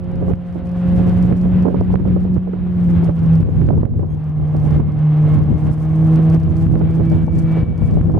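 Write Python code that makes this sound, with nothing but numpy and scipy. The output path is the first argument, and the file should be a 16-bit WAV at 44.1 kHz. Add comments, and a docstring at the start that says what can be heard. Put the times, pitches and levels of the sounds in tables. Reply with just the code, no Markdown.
"""A motorboat planes past on a lake and turns away. Its periodic firing drones as a harmonic series,
its meshing gears whine, and its wake, exhaust gas and spray add broadband noise.
Turbulent wind rumbles on the two microphone ports and buffets them, mostly the right one. Each hard
thump drives a limiter down, so that everything sags at once and creeps back.
Thin ticks are scattered left and right, and a far bird chirps once."""
import sys
import numpy as np
from scipy import signal
from scipy.fft import rfft, irfft, next_fast_len
from scipy.io import wavfile
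from scipy.ndimage import uniform_filter1d, minimum_filter1d

SR = 44100
rng = np.random.default_rng(int(sys.argv[2]) if len(sys.argv) > 2 else 0)


def wav_record(signal):
    """Record a signal, one row per channel, as 16-bit PCM in the file named by sys.argv[1]."""
    frames = np.transpose(np.atleast_2d(signal))
    bounded = np.clip(frames, -1, 1)
    # unit amplitude maps onto the largest positive 16-bit level
    quanta = np.round(bounded * 32767).astype(np.int16)
    wavfile.write(sys.argv[1], SR, quanta)


N = 361179
TIME = np.arange(N) / SR


def undb(db):
    """The decibel scale: 20 dB is a factor of ten in amplitude."""
    return 10 ** (np.asarray(db) / 20)


def curves(table):
    """Linear interpolation of each column of a table against its first, time."""
    times, *columns = np.transpose(table)
    return [np.interp(TIME, times, column) for column in columns]


def unit(x):
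    """Normalisation to rms 1."""
    return x / np.sqrt(np.mean(x ** 2))


def pan(db):
    """Amplitude panning: two gains of mean 1 for a balance, the left level minus the right."""
    gains = undb(np.array([[.5], [-.5]]) * db)
    return gains / gains.mean(axis=0)


def wander(rate_hz):
    """Low-pass noise: random steps smoothed into a fluctuation with a spread near 1."""
    hold = max(int(SR / rate_hz), 1)
    steps = np.repeat(rng.standard_normal(N // hold + 1), hold)
    return 1.3 * uniform_filter1d(uniform_filter1d(steps, hold), hold)[:N]


def colour(x, spectrum):
    """Spectral shaping by a curve of (f/Hz, level/dB) points, interpolated in log frequency."""
    hz, db = np.transpose(spectrum)
    n = next_fast_len(N)
    bins_hz = np.maximum(np.fft.rfftfreq(n, 1 / SR), 1)
    gain = undb(np.interp(np.log(bins_hz), np.log(hz), db))
    return irfft(rfft(x, n) * gain, n)[..., :N]


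def noise(spectrum, correlation):
    """Partial coherence: shared and independent noise mix into a coloured stereo pair of rms 1."""
    common, own = rng.standard_normal(N), rng.standard_normal((2, N))
    return unit(colour(np.sqrt(correlation) * common + np.sqrt(1 - correlation) * own, spectrum))


def clicks(rows, spectrum):
    """Impulse responses of a spectrum, one for each row of (t/s, peak level/dB, balance/dB)."""
    impulses = np.zeros((2, N))
    for s, db, pan_db in rows:
        impulses[:, int(np.clip(s * SR, 0, N - 1))] += undb(db) * pan(pan_db)[:, 0]
    out = colour(impulses, spectrum)
    return out * impulses.max() / np.abs(out).max()


# The far bird's chirp: t/s, duration/s, starting f/Hz, final f/Hz, level/dB
BIRD_CHIRP = (4.075, .09, 3050, 3330, -50)
def bird(overtone_db=-4, quaver=0.013, rough_db=3):
    """Frequency modulation: a thin tone with two overtones quavers as it rises and levels off."""
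    s, length_s, start_hz, end_hz, db = BIRD_CHIRP
    progress = np.clip((TIME - s) / length_s, 0, 1)
    glide_hz = end_hz - (end_hz - start_hz) * (1 - progress) ** 2
    phase = 2 * np.pi * np.cumsum(glide_hz * (1 + quaver * wander(250))) / SR
    tone = np.sin(phase) + undb(overtone_db) * (np.sin(2 * phase) + np.sin(3 * phase))
    return undb(db + rough_db * wander(200)) * np.sin(np.pi * progress) * tone


# The clearest ticks: t/s
TICK_TIMES = [1.095, 1.227, 1.809, 3.045, 3.355, 3.668, 4.567, 6.16, 6.301, 6.347, 6.434, 6.569, 7.101]
# Spectrum of a tick: f/Hz, level/dB
TICK_SPECTRUM = [(3000, -36.5), (4300, 2.5), (5500, 0.5), (7500, -9.5), (10000, -3.5), (12000, -18),
                 (15500, -21.5)]
def ticks(faint_count=60, clear_db=-29, faint_db=-35, spread_db=2, side_db=7):
    """Filtered impulses: thin ticks, a few clear and many faint, scattered left and right."""
    faint = [(rng.uniform(0, N / SR), faint_db + spread_db * rng.standard_normal())
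             for _ in range(faint_count)]
    clear = [(s, clear_db) for s in TICK_TIMES]
    return clicks([(s, db, side_db * rng.standard_normal()) for s, db in clear + faint], TICK_SPECTRUM)


# Strength of the wind on the ports: t/s, level/dB
WIND_LEVEL = [(0, -17), (.27, -12.5), (.45, -15), (.8, -19.5), (.98, -12.5), (1.28, -13.5), (1.5, -18),
              (2.1, -6), (2.35, -12.5), (2.65, -17.5), (2.95, -14.5), (3.3, -13), (3.98, 1), (4.2, -16),
              (4.93, -8), (5.08, -23), (5.45, -11.5), (5.88, -20), (6.75, -9), (7.0, -11), (7.25, -6.5),
              (7.5, -13.5), (8.19, -5)]
# Spectrum of its rumble: f/Hz, level/dB
RUMBLE_SPECTRUM = [(15, -45.5), (30, -21), (55, -2), (90, 2.5), (140, -3.5), (220, -9), (300, -17),
                   (450, -28), (800, -44.5), (8000, -110)]
# Spectrum of air fluttering in a port, in eddies and buffets alike: f/Hz, level/dB
FLUTTER_SPECTRUM = [(80, -20), (200, 6.5), (330, 6), (550, -2.5), (800, -19), (1200, -29.5), (2000, -35.5),
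                    (4000, -41.5), (10000, -100)]
def rumble(eddy_db=3, flutter_db=-22, flutter_spread_db=4.5):
    """Turbulence: each port has its own eddies, and the stronger break into a brighter flutter."""
    eddies = np.array([wander(28), wander(28)])
    low = noise(RUMBLE_SPECTRUM, correlation=0.022) * undb(eddy_db * eddies) * pan(db=-0.5)
    flutter = noise(FLUTTER_SPECTRUM, correlation=0) * undb(flutter_db + flutter_spread_db * eddies)
    return (low + flutter) * undb(curves(WIND_LEVEL)[0])


def light_blows(count=70, under_db=-12, side_db=-9, side_spread_db=9):
    """A random point process: rows of lesser blows whose strength follows the wind."""
    wind_db, = curves(WIND_LEVEL)
    return [(TIME[i], wind_db[i] + under_db, side_db + side_spread_db * rng.standard_normal())
            for i in rng.integers(0, N, count)]


# The strongest blows of wind, often in flurries: t/s, relative level/dB, balance/dB
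STRONG_BLOWS = [(.215, -21, -24), (.228, -14, -27), (.247, -21.5, -9.5), (.283, -14, -20), (.298, -17, -20),
                (.313, -17, -14), (.558, -13, -10), (.998, -18.5, 0), (1.068, -23.5, -4.5), (1.25, -19, -9),
                (1.293, -22, -6), (1.314, -10, -11), (1.457, -19.5, -12), (1.655, -8, -32),
                (1.667, -10, -20), (1.683, -11.5, -28), (1.702, -17.5, -23), (1.726, -18.5, -17),
                (1.746, -7.5, -19), (1.812, -8, -1.5), (1.904, -17.5, -10), (1.942, -9.5, -16),
                (1.998, -10.5, -16.5), (2.054, -10, -20), (2.075, -14, -21), (2.166, -11, -22),
                (2.252, -13, -13.5), (2.366, -14, -19.5), (2.475, -10.5, -30), (2.535, -13.5, -17),
                (3.03, -16.5, 4.5), (3.065, -18.5, -4), (3.093, -10, -12), (3.222, -19, -3),
                (3.49, -15, -6), (3.687, -6, -21), (3.706, -3.5, -17), (3.73, -10.5, -12),
                (3.779, -13.5, 2.5), (3.833, -3.5, -23), (3.865, -7.5, -11.5), (3.94, -12, -7),
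                (3.994, -4, -8), (4.031, -5.5, -11.5), (4.549, -14, -21.5), (4.8, -9.5, -18.5),
                (6.191, -12, -10.5), (6.346, -16.5, -2.5), (6.74, -12.5, -5.5), (6.812, -11.5, -5.5),
                (7.0, -11.5, -20.5), (7.119, -11.5, -4.5), (7.281, -12, 17), (7.57, -13.5, 5.5),
                (7.628, -13.5, 15), (7.821, -15.5, 3), (7.972, -11.5, .5), (8.097, -10, -0.5),
                (8.146, -5, 8.5), (8.178, -9, -2)]
# Spectrum of the swirl behind a blow: f/Hz, level/dB
SWIRL_SPECTRUM = [(80, -19), (220, 1.5), (330, -6.5), (500, -5), (900, -29.5), (6000, -90)]
BLOW_DECAY_S = .0095
def buffets(gain_db=-1, rise_s=.011, ragged_db=1.76, swirl_db=-4, swirl_s=0.018, dull_hz=1200):
    """Transient turbulence: a blow builds in a port, flutters and decays; a duller swirl trails it."""
    force = np.zeros((2, N))
    for s, db, pan_db in list(STRONG_BLOWS) + light_blows():
        blowing = (TIME > s - rise_s) & (TIME < s + .2)
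        age = TIME[blowing] - s
        envelope = np.minimum((1 + age / rise_s) ** 2, np.exp(-age / BLOW_DECAY_S))
        force[:, blowing] += pan(pan_db) * undb(db) * envelope
    # soft clipping of the flutter inside each blow gives every blow a dense, even body
    air = np.tanh(noise(FLUTTER_SPECTRUM, correlation=0))
    air = signal.sosfilt(signal.butter(2, dull_hz, fs=SR, output="sos"), air)
    pole = np.exp(-1 / (swirl_s * SR))
    lagging_force = signal.lfilter([1 - pole], [1, -pole], force)
    swirl = lagging_force * noise(SWIRL_SPECTRUM, correlation=0) * undb(swirl_db)
    body = force * unit(air) * undb(ragged_db * wander(160))
    return undb(gain_db) * (body + swirl)


def knocks(count=3, knock_db=-1.9, after_db=-6.5, pitch_hz=570, pitch_spread=0.17, ring_s=0.00064):
    """Wave packets: air knocks in the port as each strong blow strikes, then again as it dies away."""
    out = np.zeros((2, N))
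    for s, db, pan_db in STRONG_BLOWS:
        for k in range(count):
            delay = BLOW_DECAY_S * rng.uniform(.3, 2) if k else 0
            hz = pitch_hz * np.exp(pitch_spread * rng.standard_normal())
            near = slice(*np.searchsorted(TIME, [s + delay - .01, s + delay + .01]))
            t = TIME[near] - s - delay
            size = undb(db + knock_db + (after_db if k else 0)) * np.exp(-delay / BLOW_DECAY_S / 2)
            packet = np.sin(2 * np.pi * hz * t + rng.uniform(0, 2 * np.pi)) / np.cosh(t / ring_s)
            out[:, near] += pan(pan_db) * size * packet
    return out


# Hard thumps of air in a port: t/s, peak level of swing/dB, peak level of pop/dB, balance/dB
AIR_THUMPS = [(.336, 7, -8.5, -11.5), (1.326, -4, -16, -9), (1.957, 1.5, -5.5, -21), (2.38, 7, -14.5, -12),
              (3.095, -2.5, -27.5, -6), (3.43, 2, -15.5, 11), (3.617, -10, -16.5, -7),
              (3.689, 2.5, -9, -19), (3.854, 12, -5.5, -16), (3.996, 0.5, -18, -7),
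              (4.803, 0, -15.5, -18.5), (5.714, -0.5, -20.5, -20.5), (6.379, 0, -27.5, 2.5),
              (6.667, 0, -18.5, 16.5), (6.756, -1, -16, -12.5), (7.009, 0.5, -26, -8.5),
              (7.243, 2.5, -19, 11), (7.632, 5.5, -19, 3), (8.013, 2, -14, 4.5)]
# Spectrum of the pop: f/Hz, level/dB
POP_SPECTRUM = [(150, -13.5), (500, 2), (1500, -1), (2600, -12.5), (4000, -27), (9000, -67.5)]
def thumps(swing_hz=105):
    """A bipolar pressure pulse: air slams into a port in one big swing, with a pop at its middle."""
    out = clicks([(s, pop_db, pan_db) for s, _, pop_db, pan_db in AIR_THUMPS], POP_SPECTRUM)
    for s, db, _, pan_db in AIR_THUMPS:
        near = np.abs(TIME - s) < 1 / swing_hz
        angle = 2 * np.pi * swing_hz * (TIME[near] - s)
        out[:, near] += pan(pan_db) * undb(db) * angle * np.exp((1 - angle ** 2) / 2)
    return out


# Fine spray thrown by the hull: t/s, level/dB
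SPRAY_LEVEL = [(0, -69.5), (.5, -58), (.7, -64.5), (.95, -58.5), (1.55, -66), (2.1, -67), (2.55, -68),
               (2.9, -60), (3.15, -65), (3.45, -61), (4.3, -63), (5.1, -64), (5.6, -61), (5.8, -58),
               (6.2, -63), (6.5, -60.5), (7.15, -63.5), (7.38, -54.5), (7.68, -68), (7.88, -56.5),
               (8.05, -64.5)]
# Spectrum of its hiss: f/Hz, level/dB
SPRAY_SPECTRUM = [(2500, -26), (4500, -0.5), (6000, -0.5), (7500, -3), (9700, -1.5), (11500, -8.5),
                  (15500, -19)]
def spray(splutter_db=0.5, fizz_db=4):
    """Random amplitude modulation: the hiss of spray splutters slowly and fizzes fast."""
    hiss = noise(SPRAY_SPECTRUM, correlation=0)
    return hiss * undb(curves(SPRAY_LEVEL)[0] + splutter_db * wander(9.6) + fizz_db * wander(60))


# Rush of the wake, a little louder and softer by turns: t/s, level/dB
WAKE_LEVEL = [(0, -31), (.25, -33), (.45, -28.5), (.7, -32.5), (.78, -27.5), (.95, -30), (1.1, -28),
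              (1.3, -31), (1.42, -34), (1.62, -33), (1.85, -29.5), (2.35, -31.5), (2.7, -32), (3.0, -30),
              (3.2, -32), (3.6, -33), (3.9, -31.5), (4.2, -31.5), (4.7, -31.5), (5.35, -30.5), (5.52, -34),
              (6.3, -31), (6.65, -34.5), (7.1, -31), (7.4, -31), (7.58, -29.5), (7.75, -32), (8.19, -31.5)]
# Spectrum of churned water: f/Hz, level/dB
WAKE_SPECTRUM = [(100, 1.5), (250, 1), (450, -4.5), (800, -8.5), (1100, -12.5), (1500, -14.5), (2000, -19),
                 (3100, -25), (4000, -32.5), (5000, -40.5), (8000, -61.5), (15000, -88)]
def wake(churn_db=1.5):
    """Broadband flow noise: the water churns steadily behind the hull."""
    rush = noise(WAKE_SPECTRUM, correlation=0.72)
    return rush * undb(curves(WAKE_LEVEL)[0] + churn_db * wander(35)) * pan(db=-1)


# Gear whine, singing out as the stern turns towards the shore: t/s, level/dB
WHINE_LEVEL = [(4.1, -67.5), (4.8, -54.5), (5.8, -59), (6.6, -69.5), (7.05, -56), (7.38, -50), (7.52, -46),
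               (7.72, -50.5), (7.95, -52), (8.19, -71)]
def gears(phase, order=14, flutter_db=4, wobble_rad=0.75):
    """Gear meshing: the teeth make a tone locked to a multiple of the firing rate."""
    tone = np.sqrt(2) * np.sin(order * phase + wobble_rad * wander(25))
    return tone * undb(curves(WHINE_LEVEL)[0] + flutter_db * wander(16))


# Hoarse exhaust gas, heard from astern: t/s, level/dB
GAS_LEVEL = [(0, -37), (1.5, -43.5), (3, -41.5), (4.3, -33.5), (6.3, -34.5), (7.1, -42.5), (8.19, -36.5)]
# Spectrum of the gas: f/Hz, level/dB
GAS_SPECTRUM = [(200, -23), (450, 1.5), (620, -2), (780, 0.5), (930, -10), (1080, -4), (1400, -19.5),
                (3000, -41.5), (12000, -89.5)]
def exhaust_gas(phase, throb=0.22):
    """Periodic amplitude modulation: gas puffs through the wake at each firing."""
    puffs = 1 + throb * np.cos(phase)
    return noise(GAS_SPECTRUM, correlation=.8) * puffs * undb(curves(GAS_LEVEL)[0]) * pan(db=-3.5)


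# The firing tone, swelling and fading over the water: t/s, level/dB
FUNDAMENTAL_LEVEL = [(0, -17), (.45, -13), (.62, -15.5), (.85, -9), (1.0, -14), (1.15, -11), (1.6, -13),
                     (1.95, -10.5), (2.35, -9), (2.5, -11.5), (3.0, -9), (3.2, -11.5), (3.32, -6.5),
                     (3.48, -14.5), (3.62, -9), (3.95, -12), (4.12, -4.5), (4.3, -8), (4.65, -10.5),
                     (4.85, -11), (5.05, -5.5), (5.38, -9.5), (5.52, -16.5), (5.7, -12.5), (6.3, -7.5),
                     (6.6, -12.5), (6.9, -12), (7.35, -11), (7.55, -11), (7.72, -15.5), (8.19, -10.5)]
# Harmonics as the stern turns towards the listener: t/s, 2nd level/dB, 3rd level/dB, 4th level/dB
HARMONIC_LEVELS = [(0, -29, -30.5, -50), (.6, -38.5, -32, -41), (1.1, -35, -32, -41), (1.3, -39, -40, -52),
                   (2.3, -31.5, -46, -58), (3.3, -38, -40, -53), (4.8, -33, -40, -47),
                   (6.1, -25, -36, -40.5), (6.9, -24.5, -38.5, -43.5), (7.5, -23.5, -37, -43),
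                   (7.75, -42.5, -34, -46), (8.19, -26.5, -37.5, -50.5)]
# Weak lines from unequal cylinders: f/firing rate, level/dB
UNEVEN_ORDERS = [(.75, -32), (1.25, -43), (1.5, -40), (2.5, -52.5), (3.5, -52), (5, -52.5)]
def exhaust_drone(phase, waver_db=1, fade_db=1.5, blur_rad=0.33, uneven_fade_db=2.5, uneven_rad=0.76):
    """A harmonic series: a strong firing tone and weaker orders, each fading its own way over water."""
    def partial(order, db, jitter_rad):
        angle = order * phase + jitter_rad * wander(15) + rng.uniform(0, 2 * np.pi)
        return np.sqrt(2) * undb(db) * np.sin(angle)
    fundamental = partial(1, curves(FUNDAMENTAL_LEVEL)[0] + waver_db * wander(20), jitter_rad=0.036)
    harmonics = sum(partial(order, db + fade_db * wander(9), blur_rad)
                    for order, db in enumerate(curves(HARMONIC_LEVELS), 2))
    # the cylinder pattern repeats every four firings, so its lines lie on quarter orders
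    uneven = sum(partial(order, db + uneven_fade_db * wander(9), uneven_rad)
                 for order, db in UNEVEN_ORDERS)
    return fundamental * pan(db=-0.6) + harmonics + uneven * pan(db=-2)


# Firing rate as heard, falling as the boat passes: t/s, f/Hz
FIRING_RATE = [(0, 178), (.55, 177), (1, 178.3), (1.5, 181.5), (2.5, 183.3), (2.8, 177.5), (3.1, 167.5),
               (3.5, 161.5), (4, 155.3), (4.6, 151.7), (5.1, 152), (5.6, 153.3), (6, 159.5), (6.5, 162.3),
               (7, 163.5), (7.5, 163.7), (8.19, 162)]
def motorboat():
    """Phase locking: one firing cycle drives drone, gears and gas, amid the noise of wake and spray."""
    phase = 2 * np.pi * np.cumsum(curves(FIRING_RATE)[0]) / SR
    return exhaust_drone(phase) + gears(phase) + wake() + exhaust_gas(phase) + spray()


def scene():
    """Superposition: the boat, the wind at the microphone, the ticks and the bird add linearly."""
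    return motorboat() + rumble() + buffets() + thumps() + ticks() + bird() + knocks()


def limiter(x, ceiling_db=-2.5, attack_s=0.014, recovery_db_per_s=20, initial_duck_db=11):
    """Peak limiting: both channels duck just ahead of a peak over the ceiling, then climb steadily."""
    over_db = np.maximum(20 * np.log10(np.abs(x).max(axis=0)) - ceiling_db, 0)
    recovered_db = recovery_db_per_s * TIME
    # earlier wind has left the gain held down at the start
    duck_db = np.maximum.accumulate(np.maximum(over_db + recovered_db, initial_duck_db)) - recovered_db
    window = int(attack_s * SR)
    return x * undb(uniform_filter1d(minimum_filter1d(-duck_db, window), window))


def record(dry, low_cut_hz=37, top_hz=15800):
    """Band and peak limiting: the deepest bass is thinned, the peaks held down and the top cut."""
    thinned = signal.sosfilt(signal.butter(2, low_cut_hz, "high", fs=SR, output="sos"), dry)
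    return signal.sosfilt(signal.ellip(8, .2, 70, top_hz, fs=SR, output="sos"), limiter(thinned))


dry = scene()
out = record(dry)
wav_record(out)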